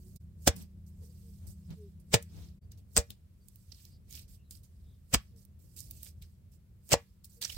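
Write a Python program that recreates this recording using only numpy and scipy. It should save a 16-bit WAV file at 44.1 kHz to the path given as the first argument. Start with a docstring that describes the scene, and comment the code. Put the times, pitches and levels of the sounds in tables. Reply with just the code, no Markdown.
"""Wet clay slapped onto a pit rim

Five lumps land outdoors, close to the microphone. Shaped noise makes each one squirt and crack; damped
tones make it thud, wobble and ring the pit. Between throws, hands squelch in the mud to the right:
grainy noise with pops and squirts. Far off, filtered noise rumbles, wavering sines make an engine and
gliding sines make a few birds. Short echoes and a diffuse tail place the clay and hands in the pit.
"""
import sys
import numpy as np
from scipy import signal
from scipy.fft import rfft, irfft
from scipy.io import wavfile
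from scipy.ndimage import uniform_filter1d

SR = 44100
rng = np.random.default_rng(int(sys.argv[2]) if len(sys.argv) > 2 else 0)


def unload_audio(sound):
    """Save the sound as a 16-bit wav file, at the path given as the first command line argument."""
    columns = np.transpose(np.atleast_2d(sound))
    # keep every value between -1 and 1, then stretch to whole-number steps
    steps = np.round(np.clip(columns, -1, 1) * 32767)
    wavfile.write(sys.argv[1], SR, steps.astype(np.int16))


N = 333837
TIME = np.arange(N) / SR

# Far rumble and air hiss, as relative spectra. Each row: frequency in Hz, density in dB per Hz.
RUMBLE_COLOUR = [(12, -49.5), (22, -20.5), (43, -4), (66, -1), (85, 1.5), (120, -6.5), (190, -14.5),
                 (250, -24), (420, -31), (630, -37), (900, -49.5), (1500, -63)]
AIR_COLOUR = [(500, -8.5), (1000, 1.5), (2500, -1), (6000, -5.5), (16000, -2)]
# Slow level of the rumble. 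Each row: time in seconds, level in dB before the quick swells.
RUMBLE_LEVEL = [(0, -52), (.8, -54.5), (2.8, -52.5), (3.3, -59), (4.2, -53.5), (4.6, -56), (5.3, -56.5),
                (5.9, -51.5), (7.1, -60), (7.57, -54.5)]
GUST_DB = 1.2  # rms depth of the quick swells
# Likeness of the rumble at the two ports. Each row: frequency in Hz, likeness from 0 to 1.
RUMBLE_SAME = [(60, 1.0), (300, 0.6), (1400, 0.079)]
# Far engine orders. Each row: frequency in Hz, early level in dB, late level in dB.
ENGINE_ORDERS = [(80.2, -55.5, -66.5), (161.4, -61.5, -77), (193.5, -61, -71), (223, -77, -84),
                 (346, -81.5, -93)]
# Far birds. Each row: start in seconds, length in seconds, start Hz, end Hz, level in dB, pitch blur in Hz.
BIRD_CALLS = [(0.0, 0.14, 352, 388, -69, 8.3), (1.02, 0.14, 491, 446, -75.5, 44),
              (1.2, 0.15, 488, 440, -74, 19), (1.746, 0.17, 453, 368, -57.5, 2.2),
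              (5.303, .12, 485, 418, -75.5, 16), (7.353, .08, 460, 461, -71, 21),
              (1.62, 0.078, 5160, 5000, -84, 310), (2.61, .06, 4620, 4770, -85, 170),
              (3.4, 0.052, 4700, 4440, -81.5, 250), (3.88, 0.12, 4770, 4730, -74.5, 600),
              (4.365, 0.088, 2700, 2800, -83.5, 250), (4.422, 0.083, 4040, 3910, -85.5, 280),
              (4.795, 0.22, 3700, 3600, -83.5, 430)]

# Soft dull bumps on the ground. Each row: centre in seconds, level in dB, pitch in Hz, spread in seconds.
GROUND_BUMPS = [(0.585, -48, 193.7, 0.04), (1.033, -59.5, 453, 0.016), (1.463, -49.5, 96.5, 0.037),
                (1.72, -41.5, 177, 0.018), (2.392, -49.5, 63, 0.052), (3.109, -49, 186, 0.014)]
# Relative spectrum of a bump. Each row: frequency in Hz, density in dB per Hz.
BUMP_COLOUR = [(20, -7.5), (120, 8.5), (600, -16), (1500, -24.5), (4000, -27), (9000, -43.0)]

# First echoes from the pit walls. 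Each row: delay in seconds, level in dB.
WALL_ECHOES = [(.0021, -20), (.0056, -18.5), (.0087, -15.5), (.0128, -18)]
# Scatter off the earth banks. Each row: frequency in Hz, 60 dB decay time in seconds.
BANK_DECAY = [(100, 0.23), (500, 0.084), (1800, .19), (4000, .135), (8000, 0.097), (15000, 0.027)]
# Likeness of close sounds at the two ports. Each row: frequency in Hz, likeness from 0 to 1.
NEAR_SAME = [(60, 0.087), (300, 0.63), (700, 0.38), (1400, 0.13), (3100, 0), (7000, 0.0095), (15000, 0)]

# Fingers grab the mud, squeeze and let go.
# Each row: start in seconds, hold in seconds, fizz effort in dB, suck effort in dB.
PRESSES = [(0.152, .008, -61.5, -71), (0.553, .068, -60, -61), (0.859, .03, -71, -92),
           (1.463, .045, -58.5, -85), (1.704, .01, -77, -64), (1.993, .01, -72, -83),
           (2.218, .005, -62, -64), (2.711, .006, -70, -62.5), (2.77, .02, -71.5, -73),
           (3.098, .01, -61, -61), (4.091, .035, -62.5, -69), (4.275, .075, -66, -72),
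           (4.505, .06, -60.5, -69.5), (4.628, .018, -66.5, -74), (5.356, .075, -71, -83),
           (5.585, .165, -73, -85), (5.759, .055, -55.5, -64), (5.897, .125, -64, -71.5),
           (6.022, .058, -55.5, -60.5), (6.213, .014, -65, -59), (6.511, .04, -73.5, -82),
           (7.237, .01, -57, -67), (7.29, .085, -66.5, -84), (7.409, .045, -48, -42),
           (7.474, .11, -55.5, -52.5)]
ATTACK_S, RELEASE_S = .007, .017
GRAB_DB, GRAB_S = 0, 0.0021  # extra bite at the start of a press, and its decay
# A palm slides lightly over the clay.
# Each row: peak time in seconds, half length in seconds, fizz effort in dB, suck effort in dB.
RUBS = [(0.07, 0.088, -71, -85), (1.05, .025, -66.5, -88), (1.27, .22, -72, -78.5),
        (1.75, 0.13, -76.5, -79), (2.4, .07, -70, -65.5), (3.58, 0.12, -75, -84), (3.81, .08, -68, -68.5),
        (4.165, .04, -56, -56.5), (4.8, 0.22, -83, -86), (5.84, .06, -63.5, -74.5),
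        (6.27, 0.064, -78.5, -84.5)]
SWISH_SUCK_DB, SWISH_DB_PER_S = -14, 339  # suck relative to fizz as a lump leaves the hand; rise to contact
SLUMP_FIZZ_DB, SLUMP_SUCK_DB, SLUMP_DB_PER_S = -68.5, -66.5, 95.5  # the landed lump settles: effort, fall
REST_DB = -92.5  # effort floor of the mud at rest
# Relative spectra of the kneading. Each row: frequency in Hz, density in dB per Hz.
FIZZ_COLOUR = [(1500, -41.5), (3500, -16), (4600, 0), (6500, -1), (8300, 5), (10500, -1.5), (13000, 3),
               (16000, -0.5)]
SUCK_COLOUR = [(200, -17.5), (600, -14.5), (1100, -21.5), (1750, -12), (2500, -5.5), (3800, -2),
               (5200, -0.5), (8000, -11), (10000, -26)]
# Sticky pops above the kneading. Each row: time in seconds, level in dB, pitch in Hz, left-right dB.
STICKY_POPS = [(0.161, -46, 7600, -16), (0.5634, -36.5, 11800, 5), (1.705, -46, 4190, 0),
               (2.226, -34, 8300, 0), (2.7192, -42, 6650, 2), (3.1047, -32, 3750, 12),
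               (3.4845, -42, 8600, -13.5), (3.5582, -44.5, 14940, -15), (3.852, -40, 5020, -8.5),
               (4.1263, -34.5, 5430, -9.5), (4.152, -36.5, 5500, -15.5), (4.509, -32, 8400, -3),
               (5.451, -49, 12500, -16), (5.91, -28, 13600, -7.5), (6.0313, -30, 12900, -4),
               (6.2228, -39, 4230, -4.5), (6.8909, -33, 7430, 0), (7.2449, -39, 4370, 6.5),
               (7.415, -31, 3940, -1)]
RUSTLE_DB, RUSTLE_S = -21, 0.0058  # faint rustle around a pop: level, rise and decay
POP_S = 0.0022  # decay of a pop
# Relative spectrum of a pop. Each row: frequency in Hz, density in dB per Hz.
POP_COLOUR = [(300, -15), (1200, -26.5), (3500, -3.5), (8500, 2), (11000, 3.5), (16000, 9.5)]
# Water squirting between the fingers. Each row: centre in seconds, level in dB, gap pitch in Hz.
WATER_SQUIRTS = [(3.723, -50, 4700), (3.747, -59, 4960), (4.175, -59, 2880), (4.513, -57, 4820),
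                 (4.553, -60.5, 4700), (7.428, -39, 4150), (7.4511, -32.5, 5300), (7.455, -49.5, 1820),
                 (7.502, -42, 2960)]
SQUIRT_S, GAP_DB, SQUIRT_SIDE_DB = 0.0026, 16.5, -12.5  # spread, boost at the gap pitch, left-right dB
SQUIRT_SAME = [(700, 1.0), (8000, 0.078)]  # Each row: frequency in Hz, left-right likeness from 0 to 1.

# The hollow under each lump knocks while the pit rings.
# Each row: start in seconds, knock in dB, knock pitch in Hz, decay in seconds, pit ring in dB.
HOLLOW_KNOCKS = [(0.4749, -16.5, 226.7, 0.0046, -28), (2.1403, -22, 439.7, 0.01, -22),
                 (2.9766, -24.5, 240, 0.0039, -26), (5.1384, -24.5, 266.7, 0.008, -54.5),
                 (6.9372, -19, 295, 0.0033, -26.5)]
# Air modes of the pit. Each row: frequency in Hz, relative level in dB, 60 dB decay time in seconds.
PIT_MODES = [(468, 0, .115), (576, -5, .12), (657, -8, .1), (791, -12, .11), (910, -18, .1),
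             (1060, -19, .13), (1520, -25, .13), (1714, -19, .165), (1790, -19, .14), (1933, -19, .15),
             (2096, -22, .14), (2417, -20, .16)]
# The mass of each lump. Each row: time in seconds, push in dB, push pitch in Hz, wobble delay in seconds,
# wobble in dB, wobble pitch in Hz, wobble decay in seconds.
LUMP_THUDS = [(0.4768, -21, 135, 0.0099, -20.5, 73.4, 0.0056),
              (2.143, -18.5, 146, 0.0033, -19.5, 107.4, 0.0056),
              (2.9759, -31.5, 168, 0.0066, -21, 61.5, .006),
              (5.1408, -21.5, 125.6, .012, -26, 58.36, 0.0088),
              (6.935, -19, 130, 0.015, -33.5, 76.8, 0.0069)]
THUD_PORT_RAD = .38  # how far out of step each port hears the wobble; the push is half as far out
# Pinched air snaps sharply under a landing lump.
# Each row: time in seconds, peak in dB, pitch in Hz, half length in seconds.
AIR_SNAPS = [(0.4765, -11, 5600, .00018), (2.1415, -12, 2900, .00018), (2.9783, -4.5, 8100, .0004),
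             (5.1478, -12, 6000, .00012), (6.9334, -12, 7200, .0003), (6.9404, -11, 700, .0007)]
# Air cracks out from under a landing lump. Each row: time in seconds, level in dB, spread in seconds,
# pocket pitch in Hz, pocket boost in dB, left-right dB.
AIR_BURSTS = [(0.474, -20, 0.00023, 5200, 2, -6.5), (0.4772, -15.5, 0.0015, 758.2, 15, 1.5),
              (0.4792, -22.5, 0.0016, 235, 10.5, -1.5), (2.1427, -15.5, 0.00029, 2800, 6, 0.5),
              (2.1439, -22, 0.00058, 820, 8.5, -3), (2.9662, -14.5, 0.00053, 5200, -0.5, -1),
              (2.9723, -24.5, 0.00035, 7000, 10, 12), (5.1398, -18, 0.00068, 7700, 6, 1),
              (5.1472, -13.5, 0.00054, 1170, 14.5, -2), (6.919, -22, 0.00083, 5000, 3.5, -0.5),
              (6.9322, -16.5, 0.0004, 7570, 31, -3.5), (6.9343, -20.5, 0.00089, 5140, 31, -2.5),
              (6.9404, -19, 0.0011, 640, 13.5, 7)]
BURST_SAME = [(700, 1.0), (8000, 0.18)]  # Each row: frequency in Hz, left-right likeness from 0 to 1.
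# The throws. Each row: full contact in seconds, spray in dB, rise in dB per second, fall in dB per second,
# body tint in dB near 420 Hz, mid tint in dB near 2300 Hz, top tint in dB near 12 kHz, left-right dB,
# swish effort in dB.
THROWS = [(0.4767, -14, 2299, 1302, -4.5, -8.5, -1, -2.5, -51.5),
          (2.1422, -16, 1697.5, 1098.5, -4, 1, -4, 0, -59.5),
          (2.9729, -17, 2203.5, 849.5, -8, -8.5, -7, 0.5, -56),
          (5.1435, -18, 1694, 1305.5, 0, 0.5, 4, -1, -59), (6.93, -16, 1246, 1252, -0.5, 0, -1.5, 0, -47)]
# Wet clay smacking, as a relative spectrum. Each row: frequency in Hz, density in dB per Hz.
SMACK_COLOUR = [(60, -8.5), (200, 7), (330, 3), (600, 5.5), (900, -4), (1500, -2.5), (2900, 0.5),
                (4000, -2), (5300, -1), (8300, 0), (10300, -13), (16000, -7.5)]

# Brief dips in level. Each row: centre in seconds, half length in seconds.
LEVEL_DIPS = [(0.189, 0.017), (2.603, 0.016)]
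EDGE_HZ = 15950  # top of the sound band


def amp(db):
    """Turns dB into a gain."""
    return 10 ** (np.asarray(db) / 20)


def evened(x):
    """Scales a sound to rms 1."""
    return x / np.sqrt(np.mean(x ** 2) + 1e-20)


def read(points, hz):
    """Reads a curve between its points on a log-frequency axis."""
    f, value = np.transpose(points)
    return np.interp(np.log(hz + 1), np.log(f + 1), value)


def add(mix, s, sound):
    """Mixes a sound in at time s."""
    part = mix[:, max(round(s * SR), 0):][:, :sound.shape[-1]]
    part += sound[..., :part.shape[1]]


def pan(db):
    """Left and right gains that differ by so many dB; positive leans left."""
    return amp(np.array([[db], [-db]]) / 2)


def hump(hz, centre_hz, octaves):
    """A bell on the log-frequency axis."""
    return np.exp(-.5 * (np.log2((hz + 1) / centre_hz) / octaves) ** 2)


def shaped(x, db_at, same=NEAR_SAME):
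    """Colours two noises and makes them as alike as two close microphone ports hear them; rms 1."""
    hz = np.fft.rfftfreq(x.shape[1], 1 / SR)
    a, b = rfft(x)
    likeness = np.clip(read(same, hz), -1, 1)
    right = likeness * a + np.sqrt(1 - likeness ** 2) * b
    return evened(irfft(np.array([a, right]) * amp(db_at(hz)), x.shape[1]))


def white(count):
    """Two independent white noises."""
    return rng.standard_normal((2, count))


def drift(count, per_s):
    """A random wander of rms 1, with straight lines between per_s knots a second."""
    knots = rng.standard_normal(int(count / SR * per_s) + 2)
    return evened(np.interp(np.arange(count) / SR * per_s, np.arange(len(knots)), knots))


def crackle(count, per_s, spread_db, hiss):
    """Tiny films of mud snapping: clicks of very uneven size over a fine hiss."""
    size = amp(spread_db * np.minimum(rng.exponential(1, count), 4.5))
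    size *= rng.random(count) < per_s / SR
    return evened(white(count) * size) + hiss * white(count)


def pocket_tint(hz, pocket_hz, boost_db, octaves):
    """The clay smack lifted at a pocket's own pitch and sloping away 5 dB an octave below it."""
    below = np.maximum(np.log2(pocket_hz / (hz + 1)), 0)
    return read(SMACK_COLOUR, hz) + boost_db * hump(hz, pocket_hz, octaves) - 5 * below


def outdoors():
    """Low rumble, thin air hiss and the wavering orders of a far engine, louder in the first seconds."""
    def rumble_tint(hz):
        return read(RUMBLE_COLOUR, hz) - 30 * np.maximum(np.log2((hz + 1) / 1500), 0)

    rumble = shaped(white(N), rumble_tint, RUMBLE_SAME)
    rumble *= amp(np.interp(TIME, *np.transpose(RUMBLE_LEVEL)) + GUST_DB * drift(N, 18))
    air = amp(-78.5) * shaped(white(N), lambda hz: read(AIR_COLOUR, hz))

    early = np.interp(TIME, [2.58, 2.62], [1, 0])
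    engine_clock = np.cumsum(1 + .005 * drift(N, 4)) / SR  # the speed wavers by half a percent
    engine = np.zeros(N)
    for hz, early_db, late_db in ENGINE_ORDERS:
        level_db = late_db + (early_db - late_db) * early + 1.3 * drift(N, 6.9)
        engine += amp(level_db) * np.sqrt(2) * np.sin(2 * np.pi * hz * engine_clock)
    return rumble + air + engine


def birds():
    """Low hoots and thin chirps: gliding sines whose jittered pitch blurs them with distance."""
    out = np.zeros((2, N))
    for s, length, start_hz, end_hz, db, width_hz in BIRD_CALLS:
        count = int(length * SR)
        hz = np.linspace(start_hz, end_hz, count) + width_hz / 2 * drift(count, 2 * width_hz + 20)
        add(out, s, amp(db) * 2 * np.hanning(count) * np.sin(2 * np.pi * np.cumsum(hz) / SR))
    return out


def bumps():
    """Weight shifts on soft ground: dull noise swells and fades around a low pitch."""
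    out, t = np.zeros((2, N)), np.arange(-8192, 8192) / SR
    for s, db, bump_hz, length in GROUND_BUMPS:
        dull = shaped(white(len(t)), lambda hz: 16 * hump(hz, bump_hz, 0.21) + read(BUMP_COLOUR, hz))
        add(out, s + t[0], amp(db) * dull * np.exp(-.5 * (t / length) ** 2))
    return out


def walls(x):
    """Dull first echoes from the pit walls hollow out the sound."""
    out = np.zeros((2, N))
    dull = signal.sosfilt(signal.butter(1, 4000, fs=SR, output="sos"), x)
    for delay, db in WALL_ECHOES:
        add(out, delay, amp(db) * dull)
    return out


def banks(x, wet_db):
    """A short diffuse tail from the ground and banks, the top treble dying first."""
    noise = shaped(white(SR // 3), lambda hz: -6 * hump(hz, 14000, 0.46))
    hz, t, z = signal.stft(noise, SR, nperseg=256)
    fading = z * amp(-60 * t / read(BANK_DECAY, hz)[:, None])
    tail = signal.istft(fading, SR, nperseg=256)[1]
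    tail *= np.minimum(np.arange(tail.shape[1]) / SR / 0.0033, 1)  # soft start
    return amp(wet_db) * signal.fftconvolve(x, tail / np.linalg.norm(tail[0]), axes=1)[:, :N]


def cavities(x, depth_db):
    """Small holes open and close in the mud, each lifting a narrow band for some milliseconds."""
    z = signal.stft(x, SR, nperseg=256, noverlap=192)[2]
    patches = uniform_filter1d(rng.standard_normal(z.shape[1:]), size=5, axis=0)  # across frequency
    patches = evened(uniform_filter1d(patches, size=9, axis=1))  # across time
    lifted = z * evened(amp(depth_db * patches))
    return signal.istft(lifted, SR, nperseg=256, noverlap=192)[1][:, :N]


def effort():
    """Fizz and suck effort in dB: presses, rubs, and the swish and slump around each throw add as power."""
    power, t = np.full((2, N), amp(REST_DB) ** 2), np.arange(SR // 2) / SR
    for s, hold, *levels_db in PRESSES:
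        grab = 1 + amp(GRAB_DB) * np.exp(-t / GRAB_S)
        release = np.exp(-np.maximum(t - hold, 0) / RELEASE_S)
        shape = np.minimum(t / ATTACK_S, 1) ** 2 * grab * release
        add(power, s, np.outer(amp(levels_db), shape) ** 2)
    for s, half, *levels_db in RUBS:
        stroke = np.exp(-np.minimum(((TIME - s) / half) ** 2, 20))
        power += np.outer(amp(levels_db) ** 2, stroke)
    for s, *_, swish_db in THROWS:
        lead = np.maximum(s - TIME, 0)  # seconds left before contact
        swish = (lead > 0) * amp(-SWISH_DB_PER_S * np.minimum(lead, 1))
        power += np.outer(amp([swish_db, swish_db + SWISH_SUCK_DB]), swish) ** 2
        slump = amp(-SLUMP_DB_PER_S * t)
        add(power, s, np.outer(amp([SLUMP_FIZZ_DB, SLUMP_SUCK_DB]), slump) ** 2)
    return 10 * np.log10(power)


def kneading():
    """Fingers tear and press the mud: a bright fizz and a lower sucking crackle; light touches mostly swish."""
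    fizz_db, suck_db = effort()
    clumps = evened(amp(2.2 * drift(N, 110)))
    fine = evened(crackle(N, 4000, 3.7, .55)) * clumps
    coarse = evened(crackle(N, 2000, 4, .45)) * clumps
    # the harder the press, the more the smooth swish breaks into grains
    sticky = np.interp(np.maximum(fizz_db, suck_db), [-74, -58], [.25, 1])
    smooth = np.sqrt(1 - sticky ** 2)
    fine = sticky * fine + smooth * white(N)
    coarse = sticky * coarse + smooth * white(N)
    fizz = shaped(fine, lambda hz: read(FIZZ_COLOUR, hz)) * amp(fizz_db + 2.5) * pan(-9.5)
    suck = shaped(coarse, lambda hz: read(SUCK_COLOUR, hz)) * amp(suck_db - 0.33) * pan(-2)
    return cavities(fizz + suck, 2.8)


def pops():
    """A faint rustle rises, a noise burst breaks out at the pop's pitch with a tick in its onset, and both fade."""
    out, t = np.zeros((2, N)), np.arange(-1024, 2048) / SR
    rustle = amp(RUSTLE_DB) * np.exp(-abs(t) / RUSTLE_S)
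    fade = rustle + np.clip(t / .0003, 0, 1) * np.exp(-abs(t) / POP_S)
    tick_t = t - .0005
    for s, db, pop_hz, side_db in STICKY_POPS:
        burst = shaped(white(len(t)), lambda hz: 7 * hump(hz, pop_hz, .25) + read(POP_COLOUR, hz))
        tick = np.cos(2 * np.pi * pop_hz * tick_t) * np.exp(-(tick_t * pop_hz / 1.2) ** 2)
        add(out, s + t[0], amp(db) * (amp(-5) * burst * fade + 0.45 * tick) * pan(side_db))
    return out


def squirts():
    """Water forced through a narrow gap swells and fades in milliseconds, hissing at the gap's pitch."""
    out, t = np.zeros((2, N)), np.arange(-1024, 1024) / SR
    swell = np.exp(-.5 * (t / SQUIRT_S) ** 2)
    swell_rms = np.sqrt(np.mean(swell ** 2))
    for s, db, gap_hz in WATER_SQUIRTS:
        jet = shaped(white(len(t)) * swell, lambda hz: pocket_tint(hz, gap_hz, GAP_DB, 0.26), SQUIRT_SAME)
        add(out, s + t[0], amp(db) * jet * swell_rms * pan(SQUIRT_SIDE_DB))
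    return out


def knocks():
    """A short hollow knock, while the air between the pit walls rings on at its standing waves."""
    out, t = np.zeros((2, N)), np.arange(SR // 3) / SR
    onset = np.minimum(t / .001, 1)
    for s, knock_db, knock_hz, decay, pit_db in HOLLOW_KNOCKS:
        knock = amp(knock_db) * np.sin(2 * np.pi * knock_hz * t) * np.exp(-t / decay)
        ring = np.zeros((2, len(t)))
        for hz, db, t60 in PIT_MODES:
            phase = rng.normal(0, hz / 1000, (2, 1))  # the higher the mode, the less the ports agree
            ring += amp(db - 60 * t / t60) * np.sin(2 * np.pi * hz * t + phase)
        add(out, s, onset * (knock + amp(pit_db) * ring))
    return out


def thuds():
    """A push of displaced air, then the heap wobbles like jelly; the draught reaches each port out of step."""
    out, t = np.zeros((2, N)), np.arange(-1024, 8192) / SR
    ports = THUD_PORT_RAD * np.array([[-1], [1]])
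    for s, push_db, push_hz, delay, wobble_db, wobble_hz, decay in LUMP_THUDS:
        push = np.cos(2 * np.pi * push_hz * t + ports / 2) * np.exp(-(t * push_hz / 0.51) ** 2)
        late = np.maximum(t - delay, 0)
        wobble_shape = late / decay * np.exp(1 - late / decay)  # peaks at 1, one decay after it starts
        wobble = np.sin(2 * np.pi * wobble_hz * late + ports) * wobble_shape
        add(out, s + t[0], amp(push_db) * push + amp(wobble_db) * wobble)
    return out


def snaps():
    """A pinched pocket of air rings for an instant."""
    out, t = np.zeros((2, N)), np.arange(-256, 256) / SR
    for s, db, hz, length in AIR_SNAPS:
        add(out, s + t[0], amp(db) * np.cos(2 * np.pi * hz * t) * np.exp(-(t / length) ** 2))
    return out


def bursts():
    """Trapped air breaks out in sharp cracks; a pocket sings at its own pitch and gives little below it."""
    out, t = np.zeros((2, N)), np.arange(-1024, 1024) / SR
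    for s, db, length, pocket_hz, pocket_db, side_db in AIR_BURSTS:
        swell = np.exp(-.5 * (t / length) ** 2)
        swell_rms = np.sqrt(np.mean(swell ** 2))
        crack = shaped(white(len(t)) * swell, lambda hz: pocket_tint(hz, pocket_hz, pocket_db, .25), BURST_SAME)
        add(out, s + t[0], amp(db) * crack * swell_rms * pan(side_db))
    return out


def splats():
    """Water and air spray out ever faster as a lump flattens, then die away."""
    out, t = np.zeros((2, N)), np.arange(-2048, 4096) / SR
    for s, db, rise, fall, body_db, mid_db, top_db, side_db, _ in THROWS:
        def tint(hz):
            body = body_db * hump(hz, 420, .9)
            mid = mid_db * hump(hz, 2300, .6)
            top = top_db * hump(hz, 12000, 0.21)
            return read(SMACK_COLOUR, hz) + body + mid + top

        grains = white(len(t)) * amp(2.2 * drift(len(t), 1500))
        envelope = amp(db + np.minimum(rise * t, -fall * t))
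        add(out, s + t[0], shaped(grains, tint) * envelope * pan(side_db))
    return out


def scene():
    """Clay sounds near the pit, over the open-air background."""
    background = outdoors() + birds() + bumps()
    hands = kneading() + pops()
    clay = cavities(splats(), 1.3) + bursts() + snaps() + squirts()
    space = walls(clay + hands) + banks(clay, -20) + banks(hands, -15.0)
    return background + hands + clay + space + thuds() + knocks()


def record(dry):
    """The microphone's bass roll-off, two brief dips in level, then the band limit."""
    thinned = signal.sosfiltfilt(signal.butter(2, 27, "high", fs=SR, output="sos"), dry)
    gain = np.ones(N)
    for s, half in LEVEL_DIPS:
        gain *= 1 - .97 * np.exp(-((TIME - s) / half) ** 4)
    band_limit = signal.firwin(511, EDGE_HZ, window=("kaiser", 9), fs=SR)
    return signal.oaconvolve(thinned * gain, band_limit[None], "same")


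dry = scene()
out = record(dry)
unload_audio(out)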